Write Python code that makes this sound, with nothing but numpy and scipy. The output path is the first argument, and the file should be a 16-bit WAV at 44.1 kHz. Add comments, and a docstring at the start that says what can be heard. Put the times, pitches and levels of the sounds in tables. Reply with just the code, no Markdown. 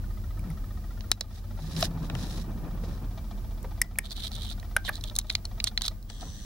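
"""Puppy nibbling a strap

A puppy shuffles over a quilt beside a hand-held camera, brushes and knocks it, smacks its lips, bites
and pulls a strap, then rubs denim. Rubbing is grains over filtered noise; contacts are bursts through
resonators; pops and paw steps are enveloped sines. Motor hum, rumble, hiss, a whine, lens ticks and two
late thin tones run behind. Automatic gain ducks after sharp clicks."""
import sys
import numpy as np
from scipy import signal
from scipy.fft import rfft, irfft, next_fast_len
from scipy.io import wavfile
from scipy.ndimage import uniform_filter1d, map_coordinates

SR = 44100
rng = np.random.default_rng(int(sys.argv[2]) if len(sys.argv) > 2 else 0)


def int16_out(signal):
    """Quantize to a 16-bit WAV file."""
    q = np.round(np.clip(np.atleast_2d(signal).T, -1, 1) * 32767)
    wavfile.write(sys.argv[1], SR, q.astype(np.int16))


N = 284423
TIME = np.arange(N) / SR
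HIT_SAMPLES = 2048
HIT_TIME = np.arange(HIT_SAMPLES) / SR

# stereo width of the room: f/Hz, side over mid/dB
ROOM_WIDTH = [(60, -8.5), (110, -19.5), (200, -14), (380, -11.5), (700, -6), (1290, -4), (2380, -2),
              (4400, -2), (8120, 0), (15000, 2.5)]
# strap pulled through the mouth: start/s, length/s, level/dB
PULLS = [(4.055, 0.0067, -37.5), (4.106, 0.023, -37.5), (4.166, 0.092, -43.5), (4.222, 0.053, -38.5),
         (4.334, 0.053, -44.5), (4.407, 0.12, -43), (4.859, 0.025, -39), (4.932, 0.045, -48),
         (5.05, 0.037, -49.5), (5.297, 0.034, -44), (5.673, 0.0066, -32), (5.834, 0.031, -37.5)]
# ring of the bitten strap: f/Hz, width/Hz, level/dB
STRAP_RING = [(3816, 520, 0)]
# low body of a bite: f/Hz, width/Hz, level/dB
NIP_BODY = [(584, 1010, 11), (1230, 530, 11.5), (3180, 356, 11.5)]


def from_db(db):
    """Decibels to amplitude gain."""
    return 10 ** (np.asarray(db) / 20)


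def rms_one(x):
    """Scale to rms 1."""
    return x / np.sqrt(np.mean(x ** 2) + 1e-20)


def height_one(x):
    """Scale a hit so that its loudest millisecond has rms 0.5, a crest near 1."""
    return x / (2 * np.sqrt(uniform_filter1d(x ** 2, size=44).max()) + 1e-12)


def panned(pan_db):
    """Left and right gains; positive is left."""
    return from_db([[pan_db / 2], [-pan_db / 2]])


def at_hz(points, hz):
    """Read a spectrum on a log-frequency axis."""
    f, value = np.transpose(points)
    return np.interp(np.log(hz + 1), np.log(f), value)


def drift(knots_per_s):
    """Slow random curve of rms 1: straight lines between normal draws."""
    knots = rng.standard_normal(4000)
    return rms_one(np.interp(TIME * knots_per_s, np.arange(len(knots)), knots))


def stereo_noise():
    """Two independent white noises."""
    return rng.standard_normal((2, N))


def coloured(pair, colour, width):
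    """Shape two excitations as mid and side by spectrum and width; left/right out at rms 1."""
    size = next_fast_len(N)
    hz = np.arange(size // 2 + 1) * SR / size + 0.0012
    low_hz, high_hz = colour[0][0], colour[-1][0]
    skirts = 1 / np.sqrt((1 + (low_hz / hz) ** 8) * (1 + (hz / high_hz) ** 8))
    mid, side = rfft(pair, size) * from_db(at_hz(colour, hz)) * skirts
    side = side * from_db(at_hz(width, hz))
    return rms_one(irfft([mid + side, mid - side], size)[:, :N])


def resonate(x, modes):
    """Parallel two-pole resonances (f/Hz, width/Hz, gain/dB) with alternating signs."""
    out = 0
    for k, (hz, width_hz, db) in enumerate(modes):
        r = np.exp(-np.pi * width_hz / SR)
        zeros = np.array([1, 0, -1]) * (1 - r * r) / 2
        poles = [1, -2 * r * np.cos(2 * np.pi * hz / SR), r * r]
        out = out + (-1) ** k * from_db(db) * signal.lfilter(zeros, poles, x)
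    return out


def ring(slips, modes):
    """Modes at set relative rms levels, each a narrow then a wide resonance in series; rms 1."""
    out = 0
    for k, (hz, width_hz, db) in enumerate(modes):
        tone = resonate(resonate(slips, [(hz, width_hz, 0)]), [(hz, 4 * width_hz, 0)])
        out = out + (-1) ** k * from_db(db) * rms_one(tone)
    return rms_one(out)


def burst(decay_s, tail_db, rise_share):
    """A contact lets go in a quick run of tiny slips, with a faint trailing scuff."""
    decay_s = max(decay_s, 1e-4)
    snap = (1 - np.exp(-HIT_TIME / (rise_share * decay_s))) * np.exp(-HIT_TIME / decay_s)
    tail = from_db(tail_db) * np.exp(-HIT_TIME / 0.012)
    return rng.choice([-1, 1], HIT_SAMPLES) * (snap + tail)


def spurt(length_s, rise_share):
    """Random-sign jitter that swells and dies along Gaussian curves."""
    t = HIT_TIME / max(length_s, 5e-4)
    return rng.choice([-1, 1], HIT_SAMPLES) * (1 - np.exp(-(t / rise_share) ** 2)) * np.exp(-t ** 2)


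def first_crack(slips, decay_s):
    """Weight the first instant of a contact, which excites the highest frequencies."""
    return slips * np.exp(-HIT_TIME / max(decay_s, 2e-4))


def chime(modes, length_s):
    """A soft push sounds each mode, a little off pitch every time, and dies away; rms 1."""
    tones = 0
    for hz, width_hz, db in modes:
        sung_hz = hz + 0.39 * width_hz * rng.normal()
        tones = tones + from_db(db) * np.sin(2 * np.pi * (sung_hz * HIT_TIME + rng.random()))
    swell = 1 - np.exp(-(HIT_TIME / 0.0048) ** 2)
    return rms_one(tones * swell * np.exp(-(HIT_TIME / max(length_s, 1e-3)) ** 2))


def add(out, s, hit, pan_db=0, lag_samples=0):
    """Place a hit at s seconds; the right channel lags the left."""
    i = max(int(s * SR), 0)
    late = map_coordinates(hit, [np.arange(len(hit)) - lag_samples], order=3)
    pair = np.array([hit, late]) * panned(pan_db)
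    out[:, i:i + len(hit)] += pair[:, :max(N - i, 0)]


def strokes(rows, rise_db_per_s, fall_db_per_s):
    """Level in dB: each stroke rises, holds and falls; the strongest counts."""
    levels = []
    for s, length_s, db in rows:
        before_db = rise_db_per_s * np.maximum(s - TIME, 0)
        after_db = fall_db_per_s * np.maximum(TIME - s - length_s, 0)
        levels.append(db - before_db - after_db)
    return np.max(levels, axis=0).clip(-150, 0)


def rub(level_db, colour, grains_per_s, grain_db, smooth_db, flutter_db, pan_db):
    """Fibres catch and let go: uneven grains over a smooth hiss, under a fluttering pressure."""
    # stereo width of close rubbing: f/Hz, side over mid/dB
    rub_width = [(60, -5), (110, -13), (200, -29), (380, -36), (700, -22), (1290, -15), (2380, 1.5),
                 (4400, -2.5), (8120, 0), (15000, 5)]
    sizes = from_db(grain_db * np.minimum(rng.exponential(1, N), 2.5))
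    caught = rng.random(N) < grains_per_s / SR
    grains = rms_one(sizes * caught * rng.choice([-1, 1], (2, N)))
    pressure = from_db(flutter_db * np.tanh(drift(130)))
    friction = (grains + from_db(smooth_db) * stereo_noise()) * pressure
    return from_db(level_db) * coloured(friction, colour, rub_width) * panned(pan_db)


def contacts(rows, ring_modes, body_modes, decay_s, detune=0):
    """Ring over low body; brightness adds upper ring and treble snap; a bite also rings the jaws."""
    # upper ring, treble snap, hollow of the jaws: f/Hz, width/Hz, level/dB
    upper_modes = [(5170, 1000, -11), (5450, 3800, -10)]
    treble_modes = [(7940, 1960, 6.5), (12400, 8200, 5)]
    jaw_modes = [(2180, 510, -0.5), (3020, 510, 1), (4420, 540, 1)]
    out = np.zeros((2, N))
    for s, db, body_db, bright_db, pan_db, *jaws in rows:
        slips = burst(decay_s, tail_db=-30.0, rise_share=0.091)
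        body = from_db(body_db) * ring(slips, body_modes)
        pitch = 1 + detune * rng.uniform(-0.44, 1)
        tuned = [(hz * pitch, width_hz, g) for hz, width_hz, g in ring_modes]
        upper_db = -4 + 0.77 * bright_db
        top = from_db(2.5) * ring(slips, tuned) + from_db(upper_db) * ring(slips, upper_modes)
        top = top + from_db(bright_db) * ring(first_crack(slips, decay_s=.0008), treble_modes)
        scale = from_db(db) * np.std(height_one(top + body)) / np.std(top + body)
        add(out, s, scale * top, pan_db, lag_samples=1.6)
        # body further left than ring, jaws slightly further right
        add(out, s, scale * body, pan_db + 12, lag_samples=4.4)
        for jaw_db in jaws:
            add(out, s, scale * from_db(jaw_db) * ring(slips, jaw_modes), pan_db - 1, lag_samples=-3.5)
    return out


def bedroom(x, t60_s, wet_db, dull_hz):
    """A weak diffuse tail of decaying noise, dulled by the bedding."""
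    t = TIME[:SR // 2]
    tail = rng.standard_normal((2, len(t))) * from_db(-60 * t / t60_s) * (t > .004)
    tail = signal.sosfilt(signal.butter(2, min(dull_hz, 18000), fs=SR, output="sos"), tail)
    tail /= np.sqrt(np.sum(tail ** 2) / 2)
    return x + from_db(wet_db) * signal.fftconvolve(x, tail, axes=1)[:, :N]


def background():
    """Wavering motor-hum partials, filtered-noise rumble and hiss, and a thin electronic whine."""
    # partials of two motors, before the swell: f/Hz, rms level/dB
    partials = [(42.03, -39), (34.6, -93), (64.64, -52), (72.1, -49.5), (81, -75), (99.55, -50),
                (202.5, -59.5), (313.6, -68.5), (360.5, -68.5)]
    # hum swell: t/s, gain/dB
    hum_swell = [(0, 5), (1.5, 0.5), (2.6, 2), (3.6, 2), (5.6, 1), (5.88, 0.5), (6.02, -4.5), (6.45, -2)]
    # room rumble; room air and microphone hiss: f/Hz, level per Hz/dB
    rumble_colour = [(20, -35), (32, 12.5), (52, -2.5), (68, 3), (85, 4.5), (102, 2), (122, -7), (175, -12),
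                     (210, -5), (270, -17.5), (350, -19.5), (480, -48)]
    air_colour = [(240, -58), (400, 9.5), (520, 9), (708, 6.5), (1090, -0.5), (1220, 8), (1350, -9),
                  (1510, 1), (1820, -4.5), (2590, -8), (5190, -5), (8240, -12), (13900, -6), (15000, -7),
                  (16000, -2)]
    swell_s, swell_gain_db = np.transpose(hum_swell)
    swell_db = np.interp(TIME, swell_s, swell_gain_db)
    hum = 0
    for hz, db in partials:
        wavering_s = TIME + 0.00046 * drift(4.4)
        hum = hum + from_db(db) * np.sqrt(2) * np.sin(2 * np.pi * hz * wavering_s)
    rumble = from_db(-38.5) * coloured(stereo_noise(), rumble_colour, ROOM_WIDTH)
    air = from_db(-54.5) * coloured(stereo_noise(), air_colour, ROOM_WIDTH)
    whine = from_db(-66) * rms_one(resonate(stereo_noise(), [(15614, 26, 0)]))
    # rumble and air follow only the sinking part of the swell
    sink_db = 1.2 * np.minimum(swell_db, 0)
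    return from_db(swell_db) * hum + from_db(sink_db) * (rumble + air) + whine


def quilt():
    """Shifting weight rumbles, crumples folds in surges and sets the hand-held camera booming."""
    # weight shifts: start/s, length/s, level/dB
    shifts = [(0, 1.7, -52), (.42, 0.099, -40), (1.7, 0.55, -36), (2.1, 0.92, -37.5), (3.05, 0.95, -48),
              (6.21, 0.01, -40.5)]
    # rumble and fold spectra: f/Hz, level per Hz/dB
    shuffle_colour = [(65, -23), (110, -4), (167, -3), (274, -12.5), (310, -12), (393, -23), (712, -30),
                      (1030, -32), (1240, -37), (1850, -36.5), (1980, -52), (2370, -40.5), (3000, -45.5),
                      (3900, -63), (6600, -120)]
    fold_colour = [(280, -0.5), (700, 0.5), (1250, -5), (2000, -24)]
    level_db = strokes(shifts, rise_db_per_s=136, fall_db_per_s=96)
    surge = np.tanh(drift(28))
    surging = stereo_noise() * from_db(5.3 * surge)
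    boom = rms_one(resonate(resonate(surging[0], [(176.0, 18, 0)]), [(154, 31, 0)]))
    rumble = from_db(-2.5) * coloured(surging, shuffle_colour, ROOM_WIDTH) + from_db(-25.0) * boom
    folds = rub(level_db - 17 + 3.5 * surge, fold_colour, grains_per_s=42, grain_db=2.0,
                smooth_db=9.5, flutter_db=-2.5, pan_db=-1.5)
    return from_db(level_db) * rumble * panned(1.8) + folds


def focus():
    """The lens hunts in about fifteen small steps a second; each rings its barrel."""
    # runs of steps: start/s, level/dB, middle modes/dB, 860 Hz knock/dB
    runs = [(0, -43, 2.5, -2), (1.15, -42.5, -3, -2), (3.0, -43, -10.5, 0), (3.7, -41, -5, -2.5),
            (5.95, -75, -8, 4)]
    # barrel modes: f/Hz, width/Hz, level/dB
    low_modes = [(689, 122, -4.5), (860, 170, -4.5)]
    middle_modes = [(1302, 204, 8.5), (1865, 170, 3)]
    high_modes = [(2326, 34, 6.2), (3480, 780, 12.6), (5550, 1400, 6.3)]
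    # louder steps with a stronger knock: t/s
    loud_steps = [3.173, 3.306]
    first_s, step_s = .036, .06674
    out = np.zeros((2, N))
    for s in np.arange(first_s, N / SR, step_s):
        _, db, middle_db, knock_db = runs[sum(s >= run[0] for run in runs[1:])]
        loud_db = 7 * any(abs(s - loud_s) < step_s / 2 for loud_s in loud_steps)
        push = spurt(0.018, rise_share=0.13)
        knock = from_db(knock_db + loud_db / 2) * ring(push, low_modes[1:])
        low = rms_one(chime(low_modes[:1], length_s=0.021) + knock)
        middle = from_db(middle_db) * chime(middle_modes, length_s=0.011)
        high = from_db(-6.5) * ring(push, high_modes)
        add(out, s, from_db(db + loud_db) * height_one(low + middle + high), pan_db=4.0)
    return out


def after_ring(hz):
    """A thin sine of rms near 1 at its start hangs on after a pop and dies away."""
    t = TIME[:SR // 3]
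    t60_s = .26
    return np.sqrt(2) * np.sin(2 * np.pi * hz * t) * (1 - np.exp(-t / .004)) * from_db(-60 * t / t60_s)


def smacks():
    """Lips part with a soft thump: the mouth cavity pops while the wet film bursts brightly."""
    # t/s, level/dB, mouth f/Hz, spray/dB, spray f/Hz, thump/dB, 5 kHz ring/dB, left-right/dB
    smack_rows = [(0.393, -47, 2320, 3.5, 9700, -20, -6, 0), (0.502, -44, 2120, 3, 9900, -24, -8, -1),
                  (3.816, -12, 1925, 3.5, 9200, -15.5, -4.5, 2.5),
                  (3.957, -37, 2380, -20.5, 9500, -4, -28, -4),
                  (3.9861, -14.5, 1810, 5, 9440, -14, -11.5, 3),
                  (3.9884, -18, 2270, -8, 9600, -13, -19, -3), (4.628, -39, 1850, -14, 9650, 0, -21, 0.5),
                  (4.7649, -9, 1523, -7, 9900, -11.5, -21.5, 0),
                  (4.881, -26.5, 1840, -12, 11220, -5, -26, -12),
                  (4.889, -25, 1600, -15, 11300, -5, -30, 8),
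                  (4.8917, -15.5, 1730, -9.5, 11400, -11, -40, -3),
                  (4.895, -25, 1180, -9, 11300, -3.5, -25, -2)]
    sag, sag_s, pop_cycles = 0.055, 0.00047, 7.3
    out = np.zeros((2, N))
    for s, db, mouth_hz, spray_db, spray_hz, thump_db, high_ring_db, pan_db in smack_rows:
        film = spurt(length_s=0.0054, rise_share=0.016)
        # pitch starts sharp and settles as the mouth opens
        turns = mouth_hz * (HIT_TIME + sag * sag_s * (1 - np.exp(-HIT_TIME / sag_s)))
        pop_shape = (1 - np.exp(-HIT_TIME / 0.00031)) * np.exp(-(turns / pop_cycles) ** 2)
        pop = rms_one(np.sin(2 * np.pi * turns) * pop_shape)
        cavity = pop + from_db(-11) * ring(film, [(mouth_hz, 750, 0)])
        thump = from_db(thump_db) * ring(film, [(654, 580, 0)])
        high_ring = from_db(high_ring_db) * ring(film, [(5130, 280, 8.5), (6280, 310, 0.5)])
        spray_modes = [(spray_hz, 1700, 0), (12700, 1700, -8)]
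        spray = from_db(spray_db) * ring(first_crack(film, decay_s=0.0027), spray_modes)
        scale = from_db(db) * np.std(height_one(cavity))
        add(out, s, scale * (cavity + thump), pan_db, lag_samples=0.29)
        add(out, s, scale * (high_ring + spray), pan_db, lag_samples=0.8)
        add(out, s, scale * from_db(-18) * after_ring(1.03 * mouth_hz), pan_db)
    return out


def paws():
    """A paw sinks in slowly and the mattress booms: a wavering sine under a Gaussian swell."""
    # time of maximum/s, peak/dB, f/Hz, Gaussian length/s
    steps = [(.51, -31, 164, 0.027), (1.66, -33.5, 156, 0.043), (1.77, -32.5, 159, 0.035),
             (1.96, -33.5, 162.5, 0.16), (2.167, -27, 117, 0.015), (2.38, -39, 169.1, 0.13),
             (2.402, -37, 221, 0.016), (2.562, -37, 222, 0.017), (2.96, -49, 177, 0.015)]
    out = np.zeros((2, N))
    for s, db, hz, length_s in steps:
        t = TIME - s
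        boom = np.sin(2 * np.pi * hz * t + 0.31 * drift(30) + rng.uniform(0, 2 * np.pi))
        out += from_db(db) * boom * np.exp(-(t / length_s) ** 2)
    return out


def fur():
    """Fur brushes the camera in fine grains; hard strokes add a treble sizzle."""
    # brush strokes: start/s, length/s, level/dB
    brushes = [(.515, 0.012, -61), (1.345, 0.04, -52.5), (1.62, .09, -51.5), (1.72, .05, -48),
               (1.812, 0.041, -35), (2.03, .04, -53), (2.18, 0.24, -47.5), (2.84, 0.13, -58)]
    # fur and sizzle spectra: f/Hz, level per Hz/dB
    fur_colour = [(530, -33), (900, -35), (1790, -2.5), (2190, -12.5), (3150, -9), (3910, 0.5), (4310, -5),
                  (5280, -3.5), (8660, -18), (9880, -13.5), (13200, -23), (15100, -20), (16000, -55)]
    sizzle_colour = [(6500, 0), (10000, -3), (15000, -6)]
    brush_db = strokes(brushes, rise_db_per_s=236, fall_db_per_s=760)
    brushing = rub(brush_db, fur_colour, grains_per_s=2600, grain_db=-4.5,
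                   smooth_db=-9.5, flutter_db=4.0, pan_db=-1.5)
    sizzle_db = -39.5 + 1.53 * (brush_db - brush_db.max())
    sizzle = rub(sizzle_db, sizzle_colour, grains_per_s=8200, grain_db=7.0,
                 smooth_db=-9, flutter_db=4.0, pan_db=5.0)
    return brushing + sizzle


def ticks():
    """Claws and teeth tick against the camera as hard contacts."""
    # t/s, level/dB, body/dB, brightness/dB, left-right/dB
    tick_rows = [(1.0072, -34.5, 2, -12, -13), (1.1155, -4, -9.5, 1, 3.5), (1.2091, -11, -10.5, -3.5, -5),
                 (1.7644, -25.5, -2.5, -25, -8), (1.826, -11, -1, -17, -7), (2.0985, -25.5, 16, -32, -16),
                 (2.1512, -28, 11, 6, -3), (3.629, -39, -20, 20, 14), (6.027, -43.5, -25, -1, -4)]
    # ring and body: f/Hz, width/Hz, level/dB
    tick_ring = [(3910, 290, 1), (5330, 810, 0)]
    tick_body = [(393, 1160, 5.5), (1380, 1840, 8.5), (2510, 450, 6.5)]
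    return contacts(tick_rows, tick_ring, tick_body, decay_s=0.0014)


def bumps():
    """Dull knocks boom the camera shell, with a rattle of higher modes and a scuff of fur."""
    # t/s, level/dB, resonance/Hz, left-right/dB, decay/s, scuff/dB
    bump_rows = [(1.1137, -27, 320, 17, 0.0004, -22), (1.2095, -30, 620, -12, 0.00081, -1),
                 (1.587, -34.5, 540, -0.5, 0.0016, 17), (1.826, -15.5, 674, 4.5, 0.0017, -28),
                 (2.097, -33, 640, 10, 0.003, 7), (2.151, -32, 750, 10, 0.0033, 3),
                 (2.834, -33, 490, 2, 0.0025, 1), (3.643, -30, 526, -3, 0.0018, 0),
                 (3.718, -41.5, 850, 6, 0.0017, -15), (6.1, -41, 666, 5, 0.0035, 3),
                 (6.212, -44, 774, 16, 0.0038, 0), (6.226, -33, 723, 7, 0.0015, 1),
                 (6.269, -49, 1000, 12, 0.0027, -5)]
    # shell modes: multiple of the resonance, width/Hz, level/dB
    shell = [(1, 115, 6), (1.1, 600, -1), (2.62, 164, -13), (3.6, 200, -9)]
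    # scuff: f/Hz, width/Hz, level/dB
    scuff_modes = [(450, 220, 5.5), (980, 780, -1)]
    out = np.zeros((2, N))
    for s, db, hz, pan_db, decay_s, scuff_db in bump_rows:
        shape = (HIT_TIME / decay_s) ** 2 * np.exp(-HIT_TIME / decay_s)
        boom = rms_one(np.sin(2 * np.pi * hz * HIT_TIME) * shape)
        shell_modes = [(hz * ratio, width_hz, g) for ratio, width_hz, g in shell]
        rattle = ring(burst(decay_s, tail_db=-17, rise_share=0.98), shell_modes)
        scuff = from_db(scuff_db) * ring(spurt(length_s=0.011, rise_share=0.22), scuff_modes)
        add(out, s, from_db(db) * height_one(boom + from_db(-7.0) * rattle + scuff), pan_db)
    return out


def wander(x, share, knots_per_s):
    """The strap tightens and slackens: a varying playback rate slides its whole colour."""
    highpass = signal.butter(1, 2, "high", fs=SR, output="sos")
    speed = signal.sosfilt(highpass, drift(knots_per_s))
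    at = np.arange(N) + share * np.cumsum(speed)
    return np.array([map_coordinates(side, [at], order=3) for side in x])


def strap(pull_db):
    """The strap slides through the mouth: sparse fibre grains over hiss, wandering in pitch."""
    # f/Hz, level per Hz/dB
    drag_colour = [(1290, -14), (2200, -16), (2750, -18), (3280, -1.5), (3900, 3.5), (4450, -3),
                   (5200, -13), (5700, -12), (7210, -18), (9480, -15.5), (10400, -19), (16000, -24)]
    sliding = rub(pull_db, drag_colour, grains_per_s=450, grain_db=-3.5,
                  smooth_db=-4, flutter_db=3.0, pan_db=-4.5)
    return wander(sliding, share=.04, knots_per_s=25)


def snags(pull_db, count):
    """Faint contacts at random moments, levels following the pull, each at its own pitch."""
    times = rng.uniform(PULLS[0][0], PULLS[-1][0], count)
    levels_db = np.interp(times, TIME, pull_db) + 8 + 3 * rng.uniform(-0.87, 1, count)
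    body_db, bright_db, pan_db = -13.0, -7, -1
    rows = [(s, db, body_db, bright_db, pan_db) for s, db in zip(times, levels_db)]
    return contacts(rows, STRAP_RING, NIP_BODY, decay_s=0.0014, detune=.2)


def nips():
    """Teeth bite the strap: its ring, a low body and the hollow of the jaws."""
    # t/s, level/dB, body/dB, brightness/dB, left-right/dB, jaw ring/dB
    nip_rows = [(4.166, -31, -20, -2.5, 2, -22), (4.2372, -25, -22, -9, 7.5, -19),
                (4.3164, -31.5, -9, -6, -6, -14), (4.3525, -28.5, -22, 2, -6, -16),
                (4.447, -33, -14, 6.5, -2, -20), (4.465, -40, -20, 4, 2, -22),
                (4.503, -32, -20, 6, -7, -28), (4.5984, -35.5, -22, -3, -6, -26),
                (4.8494, -26, -6, -23, -7, -9), (4.9544, -27, -18, -1, -5, -18),
                (5.01, -32.5, -16, -2, -3, -17), (5.0383, -22, -15, -1, -4, -22),
                (5.0981, -27, -11, -18, -4, -26), (5.154, -25, -30, 3, 7, -20),
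                (5.163, -14, -12, 5, -5, -16), (5.1873, -6, -16.5, 11, -3, -5.5),
                (5.1972, -27, -4, 3, 0, -15), (5.2128, -33, -10, -5, 0, -18), (5.2688, -39, -20, 1, 0, -22),
                (5.298, -23, -6, -8, 6, 4), (5.3005, -11, -15.5, -28, -3, -3),
                (5.3102, -32, -3, -19, 3, -2), (5.325, -30, -12, 12, -8, -7),
                (5.3513, -8.5, -13, -9.5, -3.5, -1), (5.4526, -20.5, -12, -2, 0, -40),
                (5.601, -20, -15, -33, -3.5, 2), (5.6412, -7, -17, 9.5, -5.5, -8.5),
                (5.6715, -12.5, -13.5, -15, -2.5, -6.5), (5.7755, -10, -22, -25, -4.5, -3.5),
                (5.81, -32.5, 8, -16, 8, -6), (5.8188, -15, -11, -2, -8.5, -9),
                (5.8428, -22.5, -8, -20, -2, -22), (5.8524, -20, -13, -14, -6, -12),
                (5.8616, -20, -18, 1, 2, -12), (5.8803, -12.5, -8.5, -5, -5, -13.5),
                (6.099, -33, 4.5, -11, -6, -1)]
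    return contacts(nip_rows, STRAP_RING, NIP_BODY, decay_s=0.0017, detune=.1)


def ribs(per_s, depth_db):
    """The ribs of the denim weave pass one after another: a buzzing gain of rms 1."""
    return rms_one(from_db(depth_db * np.sin(2 * np.pi * per_s * TIME + 0.85 * drift(45))))


def denim():
    """The muzzle pushes along denim: a thin rasp of grains, modulated by the weave."""
    # start/s, length/s, level/dB
    pushes = [(6.098, .008, -46), (6.11, 0.12, -55), (6.208, 0.0097, -45), (6.22, 0.25, -52)]
    # f/Hz, level per Hz/dB
    rasp_colour = [(1290, -20), (1800, 6.5), (2330, -17), (2750, -5), (3300, 5), (3890, 7), (5240, -0.5),
                   (5650, 5), (5960, 6.5), (6700, -3), (8020, 0), (10600, -10.5), (11700, -27),
                   (15000, -20)]
    push_db = strokes(pushes, rise_db_per_s=2500, fall_db_per_s=900)
    rasp = rub(push_db, rasp_colour, grains_per_s=3500, grain_db=1.0,
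               smooth_db=-7, flutter_db=0.0, pan_db=1.0)
    return rasp * ribs(per_s=110, depth_db=3.5)


def thin_tones():
    """Two faint, thin, rough tones near 3.3 and 6 kHz: noise through two resonances in series."""
    # start/s, length/s, f/Hz, level/dB
    tone_rows = [(6.104, 0.074, 3330, -59.5), (6.223, 0.27, 6020, -56.5)]
    width_hz = 180
    out = np.zeros((2, N))
    for s, length_s, hz, db in tone_rows:
        level_db = strokes([(s, length_s, db)], rise_db_per_s=600, fall_db_per_s=600)
        narrow = resonate(stereo_noise(), [(hz, width_hz, 0)])
        out += from_db(level_db) * rms_one(resonate(narrow, [(hz, 2 * width_hz, 0)]))
    return out


def scene():
    """The puppy close by, the room behind it."""
    pull_db = strokes(PULLS, rise_db_per_s=1000, fall_db_per_s=1100)
    room = background() + quilt() + focus()
    mouth = bedroom(smacks(), t60_s=.2, wet_db=-26, dull_hz=4960)
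    knocks = ticks() + bumps() + snags(pull_db, count=70) + nips()
    knocks = bedroom(knocks, t60_s=0.033, wet_db=-33, dull_hz=5000)
    rubbing = fur() + strap(pull_db) + denim()
    return room + mouth + paws() + knocks + rubbing + thin_tones()


def gain_control(x, threshold_db, release_db_per_s, attack_s, slope):
    """Sharp treble peaks slip through, then the gain drops and creeps back."""
    bright = signal.sosfilt(signal.butter(1, 2500, "high", fs=SR, output="sos"), x)
    power = uniform_filter1d(np.mean(bright ** 2, axis=0), size=176)
    level_db = 10 * np.log10(np.abs(power) + 1e-12)
    # peak hold with a linear release in dB
    ramp_db = release_db_per_s * TIME
    over_db = slope * np.maximum(level_db - threshold_db, 0)
    held_db = np.maximum.accumulate(over_db + ramp_db) - ramp_db
    r = np.exp(-1 / (attack_s * SR))
    return x * from_db(-signal.lfilter([1 - r], [1, -r], held_db))


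def record(dry):
    """Automatic gain, tanh-rounded peaks, then a steep low-pass."""
    ducked = gain_control(dry, threshold_db=-21.5, release_db_per_s=18, attack_s=0.027, slope=1.0)
    ceiling, cutoff_hz = .8, 16000
    rounded = ceiling * np.tanh(ducked / ceiling)
    return signal.sosfilt(signal.cheby1(12, .2, cutoff_hz, fs=SR, output="sos"), rounded)


dry = scene()
out = record(dry)
int16_out(out)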